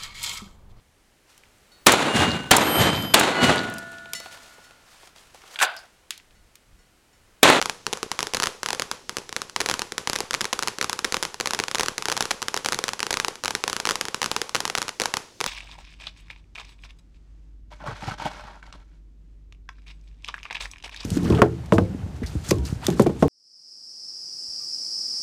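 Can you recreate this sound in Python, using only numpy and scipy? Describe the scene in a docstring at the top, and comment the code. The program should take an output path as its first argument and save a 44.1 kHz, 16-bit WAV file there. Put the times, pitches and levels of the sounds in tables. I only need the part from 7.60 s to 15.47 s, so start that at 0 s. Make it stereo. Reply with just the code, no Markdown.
"""Sharp crackles burst one by one: a firework fountain on hard ground, some metres from a small stereo microphone.
Each star is a tiny blast wave followed by its ground bounce, late for a high star, early for a low one.
Dull bumps and a hissy tail of scatter follow every burst; some bursts carry a short dull ring as extra bass.
Below it all the jet of the fountain, shaped noise, hisses and rumbles steadily."""
import sys
import numpy as np
from scipy import signal
from scipy.fft import rfft, irfft
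from scipy.io import wavfile

SR = 44100
rng = np.random.default_rng(int(sys.argv[2]) if len(sys.argv) > 2 else 0)


def convert_level_to_amplitude(level_db):
    """Map a level in decibels to its linear amplitude factor."""
    exponent = np.asarray(level_db, float) / 20
    return 10 ** exponent


def unload_wav(signal):
    """Save mono or channel-first audio to the path in sys.argv[1] as 16-bit WAV at rate SR, clipped to [-1, 1]."""
    wavfile.write(
        sys.argv[1],
        SR,
        np.round(np.clip(np.atleast_2d(signal).T, -1, 1) * 32767).astype(np.int16),
    )


N = 347067  # samples in the scene

# Dull bumps after each burst: its own low push first, then later echoes.
# Each row: delay in seconds, level in dB.
BUMPS = [(0.0019, -28.5), (0.011, -38), (0.016, -37), (0.033, -33)]


def resonance(x, hz, width_hz):
    """The band of x around hz, gain 1 on top."""
    r = np.exp(-np.pi * width_hz / SR)
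    feedback = [1, -2 * r * np.cos(2 * np.pi * hz / SR), r * r]
    return signal.lfilter([(1 - r * r) / 2, 0, (r * r - 1) / 2], feedback, x)


def butter(x, hz, kind):
    """A Butterworth filter designed at order two."""
    return signal.sosfilt(signal.butter(2, hz, kind, fs=SR, output="sos"), x)


def clicks(at_s, sizes):
    """One sample of the given size at each moment."""
    out = np.zeros(N)
    np.add.at(out, np.minimum(np.round(at_s * SR).astype(int), N - 1), sizes)
    return out


def shocks(at_s, db, bounce_ms):
    """Mid and side: direct shock, duller ground bounce, bumps and low swell, each star from its own side;
    a third row holds the bare shock that is scattered."""
    bounce_db, bounce_spread_db, bounce_cut_hz = -3.7, 2.2, 8800
    dull_db = 16  # a star this far below 0 dB has lost its top
    tiny = 1e-18  # inaudible offset ahead of the filters
    chance = rng.standard_normal((len(at_s), 7))
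    direct = convert_level_to_amplitude(db)
    direct_clicks = clicks(at_s, direct)
    bounce_size = direct * convert_level_to_amplitude(bounce_db + bounce_spread_db * chance[:, 1])
    bounce = clicks(at_s + bounce_ms / 1000 - 1 / SR, bounce_size)
    mid = direct_clicks + butter(bounce + tiny, bounce_cut_hz, "low")

    # each star knocks more or less roundly and has more or less snap
    mid += butter(clicks(at_s, .25 * direct * chance[:, 3]) + tiny, 1500, "low")
    mid += resonance(clicks(at_s, .6 * direct * chance[:, 4]) + tiny, 2200, 1500)
    # faint stars are far or in smoke: duller
    lost_top = direct * np.clip(-db / dull_db, 0, 1)
    mid -= butter(clicks(at_s, lost_top) + tiny, 7800, "high")

    # between the two ports only treble is shadowed, and the lag is under one sample
    shadow_size = direct * (.25 * chance[:, 0] - .19)
    shadow = resonance(clicks(at_s, shadow_size) + tiny, 4500, 3500)
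    lag = np.diff(clicks(at_s, .13 * direct * chance[:, 2]), prepend=0)

    wave = blast()
    peak = np.argmax(wave)  # each wave peaks at its click
    sharp = signal.fftconvolve([mid, shadow + lag, direct_clicks], wave[None])[:, peak:][:, :N]
    sharp[:2] += bumps(at_s, direct)
    sharp[0] += low_swell(at_s, direct * convert_level_to_amplitude(4 * chance[:, 5]))
    sharp[1] += low_swell(at_s, direct * 0.083 * chance[:, 6])
    return sharp


def blast():
    """A pressure jump, a quick fall and an equal suction phase, as the capsule hears it; peak 1."""
    # How the microphone colours a shock. Each row: centre in Hz, width in Hz, gain in dB.
    capsule = [(415, 225, 11.5), (627, 106, -4), (900, 690, 19), (5410, 3730, 18), (8510, 950, -6.5),
               (10600, 3700, 10.5)]
    blast_s = 0.0001  # from the jump to zero pressure
    t = np.arange(SR // 20) / SR / blast_s
    wave = (1 - t) * np.exp(-t)
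    for hz, width_hz, db in capsule:
        wave = wave + (convert_level_to_amplitude(db) - 1) * resonance(wave, hz, width_hz)
    return wave / wave.max()


def low_swell(at_s, sizes):
    """Each burst is followed by a slow one-sided low swell."""
    swell_db, swell_s = -43, 0.0026
    t = np.arange(SR // 20) / SR / swell_s
    swell = t ** 2 * np.exp(2 - 2 * t)  # peaks at 1 after swell_s
    return convert_level_to_amplitude(swell_db) * signal.fftconvolve(clicks(at_s, sizes), swell)[:N]


def bumps(at_s, sizes):
    """Mid and side: dull round bumps after each burst; delay, size and side vary at random from star to star."""
    bump_s, low_hz = 0.00059, 107  # width of the bump, low cut
    chance = rng.standard_normal((len(at_s), len(BUMPS), 3))
    hits = 0
    for (delay_s, bump_db), (late, big, aside) in zip(BUMPS, chance.transpose(1, 2, 0)):
        when = at_s + delay_s * (1 + .015 * late)
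        size = sizes * convert_level_to_amplitude(bump_db + 3 * big)
        hits = hits + np.array([clicks(when, size), clicks(when, .18 * size * aside)])
    t = np.arange(-SR // 400, SR // 400 + 1) / SR
    bump = np.exp(-.5 * (t / bump_s) ** 2)
    rounded = signal.fftconvolve(hits, bump[None], "same")
    return signal.lfilter([1, -1], [1, -np.exp(-2 * np.pi * low_hz / SR)], rounded)


def low_rings():
    """Some bursts carry extra bass: a short dull ring near 430 Hz, with fainter echoes."""
    # The extra bass of some bursts. Each row: start in seconds, level in dB.
    rings = [(0.279, -27), (0.4307, -18), (1.569, -27), (1.5839, -20.5), (3.1848, -26), (3.3917, -31),
             (3.5682, -27), (6.1655, -34), (7.418, -33)]
    ring_hz, ring_s, echo_db = 432, 0.0024, -12
    at_s, db = np.transpose(rings)
    t = np.arange(SR // 40) / SR
    ring = -np.sin(2 * np.pi * ring_hz * t) * np.exp(-t / ring_s)
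    hits = clicks(at_s, convert_level_to_amplitude(db))
    for delay_s, _ in BUMPS[1:]:  # the later echoes only
        hits = hits + clicks(at_s + delay_s, convert_level_to_amplitude(db + echo_db))
    return signal.fftconvolve(hits, ring)[:N]


def surroundings():
    """Mid and side answer of walls and bushes to one click: scatter, strong at first, holds, then dies."""
    # The scattered tail by octave. Each row: centre in Hz, level in dB.
    scatter = [(180, -65), (360, -33), (720, -42), (1400, -42.5), (2800, -42), (5600, -45), (11000, -39.5)]
    t60_s, hold_s, rise_s = 0.42, 0.0067, 0.00032
    near_db, near_s = 16, 0.003  # extra level of the nearest scatter and how soon it fades
    air_db_per_s = 11  # extra loss at 10 kHz
    big_faces_per_s = 1500  # only large surfaces return the bass
    t = np.arange(SR // 2) / SR
    # separate small reflections of uneven size; neighbouring octaves draw on different ones
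    white = rng.standard_normal((2, 2, len(t))) * rng.exponential(np.sqrt(.5), len(t))
    faces = (rng.random(len(t)) < big_faces_per_s / SR) * np.sqrt(SR / big_faces_per_s)
    fade_db = -60 * (np.sqrt(t ** 2 + hold_s ** 2) - hold_s) / t60_s
    shape = (1 - np.exp(-t / rise_s)) * convert_level_to_amplitude(fade_db + near_db * np.exp(-t / near_s))
    tail = np.zeros((2, len(t)))
    for k, (hz, db) in enumerate(scatter):
        air = convert_level_to_amplitude(-air_db_per_s * (hz / 10000) ** 2 * t)
        reflections = white[k % 2] * (faces if hz < 1000 else 1) * shape * air
        tail += convert_level_to_amplitude(db) * butter(reflections, [hz / np.sqrt(2), hz * np.sqrt(2)], "band")
    mid, side = tail
    side = convert_level_to_amplitude(-5.5) * butter(side, 2900, "high")  # close ports hear the bass alike
    return butter(np.array([mid, side]), 9200, "low")  # the tail is dull, with little above 9 kHz


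def jet():
    """Smooth hiss and rumble, alike on both sides in the bass and partly apart in the treble."""
    # Spectrum of the jet. Each row: frequency in Hz, relative density in dB per Hz.
    spectrum = [(30, -9), (450, -8.5), (1000, -24), (6000, -16), (16000, -41)]
    jet_db = -54.5  # rms of the mid
    hz = np.maximum(np.fft.rfftfreq(N, 1 / SR), 1)
    corner_hz, corner_db = np.transpose(spectrum)
    colour = convert_level_to_amplitude(np.interp(np.log(hz), np.log(corner_hz), corner_db))
    apart = 0.071 * hz / (hz + 1500)  # share of the side
    white = rfft(rng.standard_normal((2, N)))
    mid, side = irfft(white * colour * [np.ones_like(hz), apart], N)
    return convert_level_to_amplitude(jet_db) / mid.std() * np.array([mid, side])


def scene():
    """Stars dealt in turn to eight different random scatter tails, over the jet; left and right."""
    # Star bursts. Each row: start in seconds, level in dB, delay of the ground bounce in ms.
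    bursts = [(0.015, -1, 1.4), (0.0257, -4, 0.67), (0.058, -1.5, 0.9), (0.097, -2.5, 1.23),
              (0.2667, -2.5, 0.7), (0.3291, -2.5, 0.31), (0.334, -4.5, 0.28), (0.3732, -15.5, 0.14),
              (0.43, -4, 0.73), (0.5164, -2, 0.99), (0.5911, -2, 0.89), (0.6057, -5, 0.56),
              (0.6289, -0.5, 0.33), (0.67, -8.5, 0.6), (0.7366, -3.5, 0.37), (0.7469, 1, 0.43),
              (0.7499, -9, 0.48), (0.7697, -4, 0.73), (0.8006, -1.5, 0.67), (0.8235, -3, 0.2),
              (0.8326, 1, 0.66), (0.8374, -2, 0.58), (0.839, -1.5, 0.67), (0.8584, -6, 0.59),
              (0.8711, -1.5, 0.65), (1.032, -4, 0.68), (1.0611, -3, 0.64), (1.0875, -5, 1.02),
              (1.1053, -4.5, 1.17), (1.1306, -2.5, 1.17), (1.1485, -11.5, 0.63), (1.197, -1, 0.43),
              (1.221, -4, 0.61), (1.3143, -2, 0.81), (1.4945, -5.5, 0.61), (1.569, -3, 0.63),
              (1.5847, -11.5, 0.35), (1.6928, -15, 0.54), (1.7272, -11.5, 1.06), (1.7646, -2.5, 0.51),
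              (1.8179, -6.5, 0.73), (1.897, -18, 0.66), (1.9625, -1.5, 0.99), (2.0041, -3, 1.23),
              (2.007, -2.5, 0.45), (2.0145, -2.5, 0.52), (2.061, -0.5, 0.48), (2.0882, -2.5, 1.2),
              (2.0983, 0.5, 1.2), (2.113, 0, 0.59), (2.1403, -2.5, 0.68), (2.1937, -3, 0.45),
              (2.219, -3.5, 0.72), (2.3215, -9, 0.54), (2.381, -0.5, 0.54), (2.4738, -2.5, 1),
              (2.498, -0.5, 0.42), (2.5324, -1, 0.6), (2.5563, -11, 1.06), (2.5608, -2, 0.52),
              (2.5877, -7.5, 0.36), (2.605, -1, 0.41), (2.709, -3.5, 0.62), (2.7331, -8.5, 0.52),
              (2.7413, -2.5, 0.86), (2.7481, -3.5, 0.44), (2.8088, -3, 0.56), (2.814, -1.5, 0.55),
              (2.8441, -7, 0.93), (2.854, -6, 0.5), (2.9292, -1, 1.03), (2.933, -2.5, 0.3),
              (2.9913, -3, 0.84), (3.0255, -3.5, 0.74), (3.033, -3.5, 0.46), (3.0745, -2, 0.91),
              (3.0832, -1.5, 0.43), (3.1856, -8.5, 0.68), (3.213, -0.5, 0.5), (3.2268, -5, 0.71),
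              (3.244, -4.5, 0.81), (3.2963, -1.5, 1.14), (3.33, -2.5, 0.75), (3.391, -5, 0.75),
              (3.4455, -1, 0.58), (3.4492, -0.5, 0.53), (3.5236, -1, 0.45), (3.5436, 1.0, 0.79),
              (3.5684, -6.5, 0.57), (3.6273, 1, 0.55), (3.6332, -5, 0.6), (3.652, -5.5, 0.95),
              (3.7433, -12, 1.18), (3.801, -5.5, 0.67), (3.8096, -2.5, 0.44), (3.8586, -3.5, 0.92),
              (3.8731, -1, 0.49), (3.9081, -3.5, 0.74), (3.9348, -1, 1.15), (3.948, -4.5, 0.57),
              (3.9906, -3.5, 1.2), (4.0, -1.5, 0.48), (4.0379, -8, 0.71), (4.083, -7.5, 1.2),
              (4.1137, -7.5, 0.56), (4.1478, 0.5, 0.29), (4.155, -5.5, 0.57), (4.184, -6.5, 0.46),
              (4.1966, 0.5, 0.33), (4.2008, -9, 0.6), (4.209, 1.5, 0.49), (4.233, -2.5, 1.1),
              (4.2606, -7, 0.64), (4.284, -1, 0.68), (4.381, -1.5, 0.44), (4.4239, -8, 0.79),
              (4.456, -2, 0.61), (4.4848, -1.5, 1.3), (4.4998, -4, 0.66), (4.5176, -1, 0.66),
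              (4.5243, -2.5, 1.2), (4.5674, -5.5, 0.89), (4.576, -4, 1.2), (4.6074, 4, 1.34),
              (4.625, -2, 0.51), (4.6547, -7.5, 0.7), (4.708, -5, 0.95), (4.7101, -3.5, 0.48),
              (4.7136, -1, 1.25), (4.8193, -7.5, 1), (4.8272, -4.5, 0.68), (4.8837, -1.5, 0.58),
              (4.943, -2.5, 0.16), (4.965, -5.5, 1.02), (4.975, -3.5, 0.58), (5.0475, -7, 0.66),
              (5.06, 1.0, 1.27), (5.0868, -1, 0.64), (5.123, -0.5, 0.75), (5.131, -6, 0.47),
              (5.1454, -3.5, 0.48), (5.1893, -3, 0.88), (5.24, 0, 0.53), (5.2817, -4.5, 1.23),
              (5.2904, -6, 0.67), (5.334, -7, 1.16), (5.3936, -10, 0.67), (5.4041, -5.5, 0.42),
              (5.4298, -1, 0.72), (5.4671, -6, 0.68), (5.507, -3, 1.2), (5.5095, -4, 0.6),
              (5.5286, -3, 0.45), (5.5411, -2.5, 0.48), (5.5713, -3.5, 0.8), (5.6, 0.5, 0.53),
              (5.6475, -2.5, 0.75), (5.683, -2, 1.02), (5.756, -18, 1.3), (5.838, -5.5, 0.7),
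              (5.8479, -6.5, 0.45), (5.8576, -3.5, 0.74), (5.88, -2.5, 1.3), (5.9075, -4.5, 1.3),
              (5.9513, 0, 0.51), (6.039, -2, 0.8), (6.0788, -0.5, 1.13), (6.0984, -5.5, 1.27),
              (6.13, -2.5, 0.66), (6.1656, -3.5, 0.66), (6.2008, -4.5, 1.2), (6.254, -1, 0.72),
              (6.264, -13, 0.49), (6.2722, -2.5, 0.95), (6.2905, -0.5, 0.64), (6.2972, -5.5, 1.2),
              (6.3093, 0.5, 0.6), (6.3184, -10, 0.55), (6.356, -3.5, 1.02), (6.4115, 0.5, 0.58),
              (6.4537, -8.5, 0.59), (6.4844, -7.5, 0.62), (6.5453, -2.5, 0.76), (6.6174, -2, 1),
              (6.6297, -4, 1.1), (6.6431, -4, 0.68), (6.6606, -3, 0.73), (6.7152, 0.5, 0.24),
              (6.7644, 0.5, 0.79), (6.8166, -2, 0.58), (6.8937, -12.5, 0.93), (6.948, 0.5, 1.48),
              (6.9543, 0, 0.72), (6.9641, -6.5, 0.68), (7.0043, -3, 1.2), (7.0534, -1, 1.04),
              (7.0781, -7, 0.9), (7.0997, -6.5, 1.47), (7.152, 0, 1.43), (7.1768, -7, 1.2),
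              (7.1831, -2.5, 1.48), (7.2179, -2.5, 0.72), (7.2273, -9, 0.88), (7.2818, -9.5, 0.75),
              (7.292, -8.5, 1.4), (7.3997, -0.5, 0.4), (7.4088, -12, 1.9), (7.418, 1, 0.47),
              (7.437, -10, 0.7), (7.457, 0, 1.3), (7.5397, -0.5, 1.07), (7.5697, -1.5, 0.91),
              (7.8047, -7, 0.79), (7.8119, -3, 0.87), (7.8414, -4.5, 0.95), (7.8627, -2.5, 0.77)]
    total = jet()
    for k in range(8):
        direct = shocks(*np.transpose(bursts[k::8]))
        scattered = signal.fftconvolve(direct[2:], surroundings())[:, :N]
        total = total + direct[:2] + scattered
    mid, side = total
    mid = mid + low_rings()
    return np.array([mid + side, mid - side])


def band_limit(x):
    """A steep low-pass at the top of the band."""
    return signal.sosfilt(signal.butter(12, 16970, fs=SR, output="sos"), x)


def record(dry):
    """The preamp rounds the highest peaks; then the deepest bass and the top are cut."""
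    rounded = 0.87 * np.tanh(dry / 0.84)
    mix = butter(rounded, 1.3, "high")
    top_cut = signal.cheby2(16, 60, 16900, fs=SR, output="sos")  # 60 dB down from 16900 Hz
    mix = signal.sosfilt(top_cut, mix)
    return band_limit(mix)


dry = scene()
out = record(dry)
unload_wav(out)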